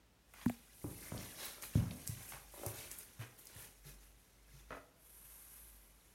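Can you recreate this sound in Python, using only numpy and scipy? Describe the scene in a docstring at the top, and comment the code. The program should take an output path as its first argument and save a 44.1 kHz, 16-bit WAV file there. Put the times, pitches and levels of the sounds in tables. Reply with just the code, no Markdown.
"""A faint low hum and hiss come first, then a creak, rustling clothes and a double bump close by.
Someone walks slowly into a small empty carpeted room, holding a camera. Soft footfalls are low,
quickly dying tones; creaks, rustles, scuffs and ticks are shaped noise; bumps and a wooden clack
are sums of ringing tones. The room answers with a noisy tail and three low standing waves."""
import sys
import numpy as np
from scipy import signal
from scipy.fft import rfft, irfft, next_fast_len
from scipy.io import wavfile

SR = 44100
rng = np.random.default_rng(int(sys.argv[2]) if len(sys.argv) > 2 else 0)


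def output_pcm(signal):
    """Save a mono or channel-first signal as 16-bit PCM at the path in sys.argv[1].

    Samples are clipped to [-1, 1] before scaling.
    """
    pcm = np.clip(np.atleast_2d(signal).T, -1, 1) * 32767
    wavfile.write(sys.argv[1], SR, np.round(pcm).astype(np.int16))


N = 270994
TIME = np.arange(N) / SR


def from_db(db):
    """Turn decibels into a gain."""
    return 10 ** (np.asarray(db) / 20)


def rms_one(x):
    """Scale a sound to an rms of 1."""
    return x / np.sqrt(np.mean(x ** 2) + 1e-20)


def gain_in_time(table):
    """Draw a gain curve through a table of times and levels."""
    times, levels = np.transpose(table)
    return from_db(np.interp(TIME, times, levels))


def at_hz(points, hz):
    """Read a table between its points, along a logarithmic frequency axis."""
    known_hz, values = np.transpose(points)
    return np.interp(np.log(np.maximum(hz, 1)), np.log(known_hz), values)


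def coloured(x, colour):
    """Strengthen and weaken the pitches of a steady sound; rms 1."""
    size = next_fast_len(N)
    frequencies = np.fft.rfftfreq(size, 1 / SR)
    spectrum = rfft(x, size) * from_db(at_hz(colour, frequencies))
    return rms_one(irfft(spectrum, size)[:N])


def band(x, low_hz, high_hz, order=2):
    """Keep mainly what lies between two pitches."""
    edges = [low_hz, min(high_hz, .45 * SR)]   # stay below the highest possible pitch
    return signal.sosfilt(signal.butter(order, edges, "band", fs=SR, output="sos"), x)


def drift(rate, size=N):
    """Wander smoothly by chance, with a new target `rate` times a second."""
    targets = rng.standard_normal(N // 8)
    return np.interp(np.arange(size) * rate / SR, np.arange(len(targets)), targets)


def add(track, s, sound):
    """Mix a sound into a track at time s."""
    start = round(s * SR)
    track[start:start + len(sound)] += sound[:N - start]


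def slips(low_hz, high_hz, t60, grain_db, grain_rate):
    """A dying cluster of tiny slips: grainy noise between two pitches, falling 60 dB in t60."""
    t = TIME[:SR // 3]
    fade = from_db(-60 * t / t60)
    grip = np.minimum(drift(grain_rate, len(t)), 1.5)   # no slip stands out too far
    force = rng.standard_normal(len(t)) * from_db(grain_db * grip) * fade
    noise = rms_one(band(force + 1e-18, low_hz, high_hz, order=3))
    return noise * np.sqrt(np.mean(fade ** 2))


# footfalls, and the boards settling after the heavy ones, before the board's own filtering:
# (time [s], level [dB], pitch [Hz], contact time [s])
FOOTFALLS = [(0.842, -27.5, 133.6, 0.00063), (0.847, -30, 299.1, 0.0053), (1.1216, -26.5, 160, 0.00037),
             (1.2, -38.5, 133, 0.0015), (1.7551, -11.5, 125.9, 0.00142), (1.769, -21.5, 243.6, 0.0046),
             (1.795, -24, 159.3, 0.0058), (1.822, -30, 247.3, 0.0048), (1.904, -37.5, 217, 0.0036),
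             (2.092, -25, 119.6, 0.003106), (2.334, -40, 130, 0.0099), (2.664, -27.5, 108.7, 0.0045),
             (3.191, -27, 118.2, 0.02), (3.559, -40, 112, 0.0052), (3.853, -37, 141.6, 0.0262),
             (4.534, -40.5, 136, 0.026)]
# a softer, longer contact lets the board swing longer and stirs the room less
USUAL_CONTACT_S, SWING_T60_S, SWING_GROWTH = 0.00345, 0.04647, 0.496
THUD_ROOM_DB, ROOM_DB_PER_DOUBLING = -6.5, -2.5


def thuds():
    """A padded blow swings the struck board at its own pitch: (near sound, sound sent into the room)."""
    near, sent, t = np.zeros(N), np.zeros(N), TIME[:SR // 2]
    for s, db, hz, contact in FOOTFALLS:
        softness = contact / USUAL_CONTACT_S
        t60 = SWING_T60_S * softness ** SWING_GROWTH
        rise = 1 - np.exp(-t / contact)
        swing = np.sin(2 * np.pi * hz * t) * rise * from_db(db - 60 * t / t60)
        swing = band(swing, 0.31 * hz, 7 * hz, order=1)   # a board radiates little far from its own pitch
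        add(near, s, swing)
        room_db = THUD_ROOM_DB + ROOM_DB_PER_DOUBLING * np.log2(softness)
        add(sent, s, swing * from_db(room_db))
    return near, sent


# creaks and knocks underfoot, before the boards colour them:
# (time [s], level [dB], centre [Hz], time to fall 60 dB [s], extra level sent into the room [dB])
CREAKS = [(0.338, -47.5, 1380, 0.042, -2), (0.414, -45, 2100, 0.0244, -1.5),
          (0.842, -41.5, 503, 0.0232, -1), (1.1195, -38.5, 845, 0.0152, 0.5), (1.146, -50.5, 415, 0.078, 1),
          (1.174, -51.5, 800, 0.0194, -1), (1.580, -51.5, 753, 0.0316, 0.5),
          (1.635, -38.5, 1827, 0.0262, -30), (1.7519, -41.5, 743, 0.0165, -1.5),
          (1.911, -52.5, 453, 0.0456, 0.5), (2.3214, -37, 1513, 0.0198, -5.5),
          (2.334, -46.5, 1320, 0.218, -5.5), (2.537, -49, 695, 0.0324, 0.5), (2.577, -52, 580, 0.019, -7),
          (2.596, -50.5, 548, 0.017, -1), (2.614, -49, 550, 0.0207, 2), (2.6335, -40.5, 775, 0.028, -5.5),
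          (2.644, -43.5, 524, 0.013, -9), (2.652, -41, 440, 0.0128, -6), (2.662, -43.5, 690, 0.07, -2)]
CREAK_SPREAD = 1.925   # a creak rings this factor above and below its centre


def creaks():
    """Boards slip against each other under the weight: (near sound, sound sent into the room)."""
    near, sent = np.zeros(N), np.zeros(N)
    for s, db, hz, t60, room_db in CREAKS:
        cluster = slips(hz / CREAK_SPREAD, hz * CREAK_SPREAD, t60, grain_db=3.5, grain_rate=900)
        creak = from_db(db) * cluster
        add(near, s, creak)
        add(sent, s, creak * from_db(room_db))
    return boards(near), boards(sent)


# where the floorboards ring along: (pitch [Hz], width [Hz], level above the even response [dB])
BOARD_RESONANCES = [(341.6, 181, 13), (564, 60, 7)]


def boards(x):
    """Wood lifts the pitches at which it resonates."""
    total = x.copy()
    for hz, width, db in BOARD_RESONANCES:
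        b, a = signal.iirpeak(hz, hz / width, fs=SR)
        total += from_db(db) * signal.lfilter(b, a, x)
    return from_db(-7.5) * total


# soles brushing the carpet, with the level before the swell:
# (start time [s], level [dB], length [s], lowest pitch [Hz], highest pitch [Hz])
SCUFFS = [(0.356, -61.5, 0.0965, 592, 2400), (1.761, -59.5, 0.148, 506, 1400),
          (2.553, -67.5, 0.17, 300, 1110), (3.188, -55.5, 0.0737, 794, 2620), (3.19, -62, 0.0936, 193, 602),
          (3.55, -68.5, 0.072, 180, 1200), (3.84, -71, 0.133, 187, 409)]


def scuffs():
    """A sole drags over the pile: a sparse crackle that swells fast and eases off."""
    out = np.zeros(N)
    for s, db, length, low_hz, high_hz in SCUFFS:
        progress = np.linspace(0, 1, round(length * SR))
        tufts = rng.standard_normal(len(progress)) * from_db(3.5 * drift(450, len(progress)))
        pressure = np.sin(np.pi * progress ** 0.776)
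        add(out, s, from_db(db) * pressure * rms_one(band(tufts, low_hz, high_hz)))
    return out


# a double bump close by in the doorway, as the strength of each blow: (time [s], level [dB])
BUMPS = [(0.4626, -22.5), (0.4994, -37)]
# what the bump rings with, before its soft start and filtering:
# (pitch [Hz], level [dB], time to fall 60 dB [s])
BUMP_MODES = [(236.3, -0.5, 0.1353), (199, 16, 0.0219), (118.8, -5, 0.0916)]
BUMP_RISE_S = 0.00595


def bumps():
    """A dull blow and its rebound ring the same few low modes."""
    out, t = np.zeros(N), TIME[:SR // 2]
    ring = sum(np.sin(2 * np.pi * hz * t) * from_db(db - 60 * t / t60) for hz, db, t60 in BUMP_MODES)
    rise = 1 - np.exp(-t / BUMP_RISE_S)
    ring = band(ring * rise, 64.3, 630, order=1)
    for s, db in BUMPS:
        add(out, s, from_db(db) * ring)
    return out


# hard contacts in that double bump, before filtering:
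# (time [s], level [dB], pitch [Hz], time to fall 60 dB [s])
TAPS = [(0.46, -33, 1790, 0.0073), (0.4616, -30.5, 945, 0.009), (0.4969, -31, 2215, 0.00357),
        (0.4988, -30.5, 708, 0.0123)]


def taps():
    """Hard edges meet as each bump lands: a short woody tock."""
    out, t = np.zeros(N), TIME[:SR // 10]
    for s, db, hz, t60 in TAPS:
        tock = np.sin(2 * np.pi * hz * t) * from_db(db - 60 * t / t60)
        add(out, s, band(tock, 0.346 * hz, 1.84 * hz))
    return out


# a hollow wooden clack and its rebounds as the walker turns: (time [s], level [dB])
CLACK = [(4.7062, -44), (4.7195, -45.5), (4.7265, -46), (4.746, -49.5), (4.768, -50)]
# what the wood rings with, before small chance shifts of pitch and level:
# (pitch [Hz], level against the contact [dB], time to fall 60 dB [s])
CLACK_MODES = [(276, -9, 0.1106), (393.3, -9.5, 0.106), (495.2, -8, 0.171), (592.2, -12, 0.34),
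               (675.3, -9, 0.194), (1046, -8.5, 0.066), (1296, 0, 0.031), (1442, -9.5, 0.122),
               (1954, -12.5, 0.101), (2488, -21, 0.19)]


def clack():
    """Each contact is a short rough clatter that sets a loose piece of wood ringing."""
    out, t = np.zeros(N), TIME[:SR // 2]
    for s, db in CLACK:
        clatter = slips(371, 2100, t60=0.102, grain_db=5.0, grain_rate=540)
        add(out, s, from_db(db - 3.5) * clatter)
        for hz, mode_db, t60 in CLACK_MODES:
            strength = from_db(db + mode_db + 0.91 * rng.standard_normal())
            pitch = hz * (1 + 0.02536 * rng.standard_normal())   # the support shifts from contact to contact
            ring = strength * np.sin(2 * np.pi * pitch * t) * from_db(-60 * t / t60)
            add(out, s + 0.001935 * rng.random(), ring)
    return out


# colour of the coarse rub: (pitch [Hz], level per hertz [dB])
RUB_COLOUR = [(200, 7.5), (600, 0), (1500, -1), (2200, 1), (3200, -2.5), (4100, -2), (4900, -3.5),
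              (6000, 0.5), (7000, -1.5), (7700, -8), (11000, -3), (14500, -10), (16000, -16.5)]
# colour of the fine swish: (pitch [Hz], level per hertz [dB])
SWISH_COLOUR = [(5000, -26.5), (7500, -12), (8700, -7.5), (9700, -5), (10300, -10), (11200, -3.5),
                (12400, -6.5), (13500, -13.5), (16000, -17)]
CLICK_DB = -8   # level of the ringing clicks against the rub


def clothes():
    """Pressed cloth rubs broadly; lightly sliding cloth gives a high swish."""
    rub_gain, swish_gain = friction()
    scrape = shifting_folds(fibres(grain_db=-1.0, flutter_db=1.39), depth_db=2.0)
    slide = shifting_folds(fibres(grain_db=2.0, flutter_db=1.5), depth_db=1.5)
    rub = rms_one(scrape) + from_db(CLICK_DB) * ringing_clicks()
    coarse = rub_gain * coloured(rub, RUB_COLOUR)
    fine = from_db(-2.656) * swish_gain * coloured(slide, SWISH_COLOUR)
    return coarse + fine


# how briskly the walker moves, which sets the steady rustle before the offsets below:
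# (time [s], level [dB])
MOTION = [(0.0, -103), (0.32, -70.5), (0.54, -68), (0.77, -64), (0.98, -59.5), (1.23, -52), (1.48, -54.5),
          (1.59, -60.5), (1.75, -58), (2.3, -56), (2.46, -63), (2.56, -63), (2.84, -52.5), (3.05, -62.5),
          (3.29, -67.5), (3.58, -60.5), (3.67, -68.5), (4.4, -72), (4.6, -68), (4.95, -77.5), (6.1, -70)]
MOTION_RUB_DB, MOTION_SWISH_DB = -3, -2
# single strokes of cloth over cloth as arms and legs swing; clothes() scales the whole swish afterwards:
# (start time [s], length [s], coarse rub level [dB], fine swish level [dB])
STROKES = [(0.319, 0.2117, -60.5, -62.5), (0.692, 0.314, -78, -57.5), (0.97, 0.119, -59.5, -56),
           (1.615, 0.0237, -52, -47.5), (1.723, 0.065, -54.5, -58.5), (2.066, 0.0106, -61.5, -48),
           (2.158, 0.175, -66.5, -53.5), (2.487, 0.162, -60, -54), (2.656, 0.042, -57, -48.5),
           (2.735, 0.0677, -54.5, -53), (2.904, 0.031, -60, -50), (2.966, 0.0376, -57.5, -53),
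           (3.187, 0.034, -59.5, -59), (3.376, 0.0215, -71.5, -56.5), (3.424, 0.08, -65.5, -67),
           (3.519, 0.1287, -59, -54), (3.832, 0.0654, -58.5, -59.5), (4, 0.0348, -68, -66.5),
           (4.442, 0.166, -68.5, -72), (4.663, 0.107, -65.5, -88.5)]


def friction():
    """Strokes add their power to the steady rustle of walking: (gain of the rub, gain of the swish)."""
    motion = gain_in_time(MOTION)
    rub_power = (motion * from_db(MOTION_RUB_DB)) ** 2
    swish_power = (motion * from_db(MOTION_SWISH_DB)) ** 2
    for s, length, rub_db, swish_db in STROKES:
        speed = stroke(length, attack_share=0.725, fall_db_per_s=200.5)
        add(rub_power, s, (speed * from_db(rub_db)) ** 2)
        add(swish_power, s, (speed * from_db(swish_db)) ** 2)
    return np.sqrt(rub_power), np.sqrt(swish_power)


def stroke(length, attack_share, fall_db_per_s):
    """Cloth gathers speed, slides on, then comes to rest."""
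    t = TIME[:2 * SR]
    attack = np.sin(np.pi / 2 * np.minimum(t / (attack_share * length), 1))
    return attack * from_db(-fall_db_per_s * np.maximum(t - length, 0))


def fibres(grain_db, flutter_db):
    """Friction of cloth: noise for countless fibre snaps that come in clumps."""
    return rng.standard_normal(N) * from_db(grain_db * drift(1800) + flutter_db * drift(120))


def shifting_folds(x, depth_db):
    """As the folds move, each third of an octave swells and fades on its own."""
    edges = 400 * 2 ** (np.arange(17) / 3)
    total = x.copy()
    for low, high in zip(edges, edges[1:]):
        change = from_db(depth_db * drift(14)) - 1
        total += change * band(x, low, high, order=1)
    return total


CLICKS_PER_S, CLICK_LOW_HZ, CLICK_HIGH_HZ, CLICK_WIDTH_HZ = 450, 1400, 13082, 118


def ringing_clicks():
    """Sparse random clicks, each with a brief ring at one of 40 pitches; rms 1."""
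    happens = rng.random(N) < CLICKS_PER_S / SR
    sizes = from_db(4.0 * np.minimum(rng.exponential(1, N), 2)) * rng.choice([-1, 1], N)
    pitches = np.geomspace(CLICK_LOW_HZ, CLICK_HIGH_HZ, num=40)
    dealt = rng.integers(len(pitches), size=N)   # which pitch each click gets
    rings = np.zeros(N)
    for k, hz in enumerate(pitches):
        b, a = signal.iirpeak(hz, hz / CLICK_WIDTH_HZ, fs=SR)
        rings += signal.lfilter(b, a, happens * sizes * (dealt == k) + 1e-18)
    return rms_one(rings)


# colour of clothing brushing past the door: (pitch [Hz], level per hertz [dB])
BRUSH_COLOUR = [(200, -9), (550, 0.5), (1600, -1.5), (2600, -3.5), (3400, -2.5), (3950, 3), (4800, -4),
                (5400, -0.5), (6300, -3.5), (7600, -7.5), (8500, -3.5), (12000, -3), (16000, -14)]
BRUSH_START_S, BRUSH_LENGTH_S, BRUSH_DB = 1.3644, 0.086, -47


def brush():
    """One firm, bright sweep of cloth, gritty with small ringing clicks."""
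    speed = np.zeros(N)
    add(speed, BRUSH_START_S, stroke(BRUSH_LENGTH_S, attack_share=1, fall_db_per_s=117.5))
    cloth = rms_one(fibres(grain_db=-1.5, flutter_db=1.0)) + from_db(-10.5) * ringing_clicks()
    return from_db(BRUSH_DB) * speed * coloured(cloth, BRUSH_COLOUR)


# colour of a sleeve sliding lightly through the slow turn: (pitch [Hz], level per hertz [dB])
SLIDE_COLOUR = [(600, -18.5), (1000, -11), (2300, -14.5), (4900, -17), (5900, -13), (7500, -14), (9500, -5),
                (10400, -6), (11400, 1), (12400, -5), (13800, -10.5), (16000, -23.5)]
SLIDE_START_S, SLIDE_LENGTH_S, SLIDE_DB = 4.9445, 0.699, -59


def sleeve():
    """One long light slide of fine cloth: a high, even swish."""
    speed = np.zeros(N)
    add(speed, SLIDE_START_S, stroke(SLIDE_LENGTH_S, attack_share=0.537, fall_db_per_s=50.5))
    cloth = fibres(grain_db=0.68, flutter_db=1.5)
    return from_db(SLIDE_DB) * speed * coloured(cloth, SLIDE_COLOUR)


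# sharp ticks of the camera in the hand:
# (time [s], level [dB], centre [Hz], time for the tick itself to fall 60 dB [s])
TICKS = [(0.336, -54, 10860, 0.0235), (0.459, -43, 12000, 0.01), (0.481, -46.5, 5200, 0.0055),
         (0.485, -49, 5400, 0.0055), (0.4965, -43.5, 11100, 0.0083), (1.177, -47.5, 4000, 0.038),
         (1.453, -40.5, 14000, 0.056), (1.6234, -43, 9000, 0.0257), (1.909, -46.5, 3220, 0.0265),
         (2.0755, -29.5, 7540, 0.00884), (2.6636, -29.5, 8740, 0.0063), (2.9143, -38, 9500, .013),
         (2.9866, -38, 14300, 0.0153), (3.453, -49, 13900, 0.0215), (3.47, -47.5, 7700, 0.0242)]


def ticks():
    """The plastic case catches and lets go in a quick burst of slips, and rings faintly on."""
    out, spread = np.zeros(N), 1.55
    for s, db, hz, t60 in TICKS:
        low_hz, high_hz = hz / spread, hz * spread
        tick = slips(low_hz, high_hz, t60, grain_db=7.0, grain_rate=1500)
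        tail = slips(low_hz, high_hz, 5 * t60, grain_db=7.0, grain_rate=590)
        add(out, s, from_db(db) * tick)
        add(out, s, from_db(db - 16.5) * tail)
    return out


SWAY_S = 0.00012   # typical wander of each copy's delay


def shifting_ripple(x):
    """Mix in four faint, very short copies with slowly wandering delays: a light, shifting ripple in the colour."""
    copies = np.zeros(N)
    for delay in rng.uniform(.001, .005, size=4):
        read_time = TIME - delay - SWAY_S * drift(3)
        copies += x[np.clip(np.round(read_time * SR).astype(int), 0, N - 1)]
    gain = from_db(-16.5)
    return (x + gain * copies) / np.hypot(1, 2 * gain)   # four copies add up to twice one copy's rms


# how long the room rings on: (pitch [Hz], time to fall 60 dB [s])
ROOM_DECAY = [(80, 0.325), (250, 0.794), (600, 0.772), (1500, 0.397), (4000, 0.226), (12000, 0.31)]
# its low standing waves: (pitch [Hz], level at resonance [dB], time to fall 60 dB [s])
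ROOM_MODES = [(76.18, 5.4, 1), (121.93, 3.34, 0.205), (238.75, 0.87, 0.334)]


def room(x):
    """Bare walls return a dense tail, shorter in the treble than the middle, with bass standing waves."""
    t, response = TIME[:SR], np.zeros(SR)
    for low in 45 * 2 ** np.arange(9.):
        t60 = at_hz(ROOM_DECAY, low * np.sqrt(2))
        tail = band(rng.standard_normal(SR), low, 2 * low) * from_db(-60 * t / t60)
        response += tail * np.sqrt(2 * low / SR / np.sum(tail ** 2))   # each octave passes at about gain 1
    for hz, db, t60 in ROOM_MODES:
        height = 2 * np.log(1000) / (t60 * SR)   # gain 1 at resonance, before the mode's own level
        response += height * from_db(db - 60 * t / t60) * np.sin(2 * np.pi * hz * t)
    first_wall = np.zeros(round(.009 * SR))   # silence until the first reflection
    return signal.fftconvolve(x, np.concatenate([first_wall, response]))[:N]


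# low hum of the building, before it wavers: (time [s], level [dB])
HUM = [(0.0, -73), (0.8, -70.5), (1.05, -60.5), (1.45, -75.5), (2.3, -65), (3.3, -74), (3.75, -68.5),
       (3.97, -59.5), (4.25, -73), (4.52, -61), (4.95, -74), (5.5, -67), (5.75, -62), (5.92, -68)]
# colour of the still room: (pitch [Hz], level per hertz [dB])
STILL_COLOUR = [(25, -25), (50, 0.5), (70, -6.5), (110, -6.5), (250, -12), (600, -17), (1200, -20.5),
                (3000, -24), (8000, -30.5), (16000, -34.5)]
STILL_DB, HUM_HZ = -70.5, 50.64


def background():
    """Faint even room noise, and a low hum that wavers in pitch and level."""
    hiss = from_db(STILL_DB) * coloured(rng.standard_normal(N), STILL_COLOUR)
    pitch = HUM_HZ + 1.872 * drift(4.8)
    tone = np.sqrt(2) * np.sin(2 * np.pi * np.cumsum(pitch) / SR)
    return hiss + gain_in_time(HUM) * tone * from_db(2.0 * drift(10))


def scene():
    """Everything reaches one microphone, which feeds both channels."""
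    thud, thud_sent = thuds()
    creak, creak_sent = creaks()
    scuff, wood, bump = scuffs(), clack(), bumps() + taps()
    handling = shifting_ripple(clothes() + brush() + sleeve() + ticks())
    sent = thud_sent + creak_sent + from_db(-34) * bump + from_db(-3.5) * scuff
    sent = sent + from_db(-9.5) * wood + from_db(-10.0) * handling
    mono = thud + bump + creak + scuff + wood + handling + room(sent) + background()
    return np.array([mono, mono])


CUTOFF_HZ = 15900


def record(dry):
    """The microphone thins the deep bass; the top is cut."""
    thin = signal.sosfilt(signal.butter(4, 36, "high", fs=SR, output="sos"), dry)
    return signal.sosfilt(signal.ellip(10, .1, 70, CUTOFF_HZ, fs=SR, output="sos"), thin)


dry = scene()
out = record(dry)
output_pcm(out)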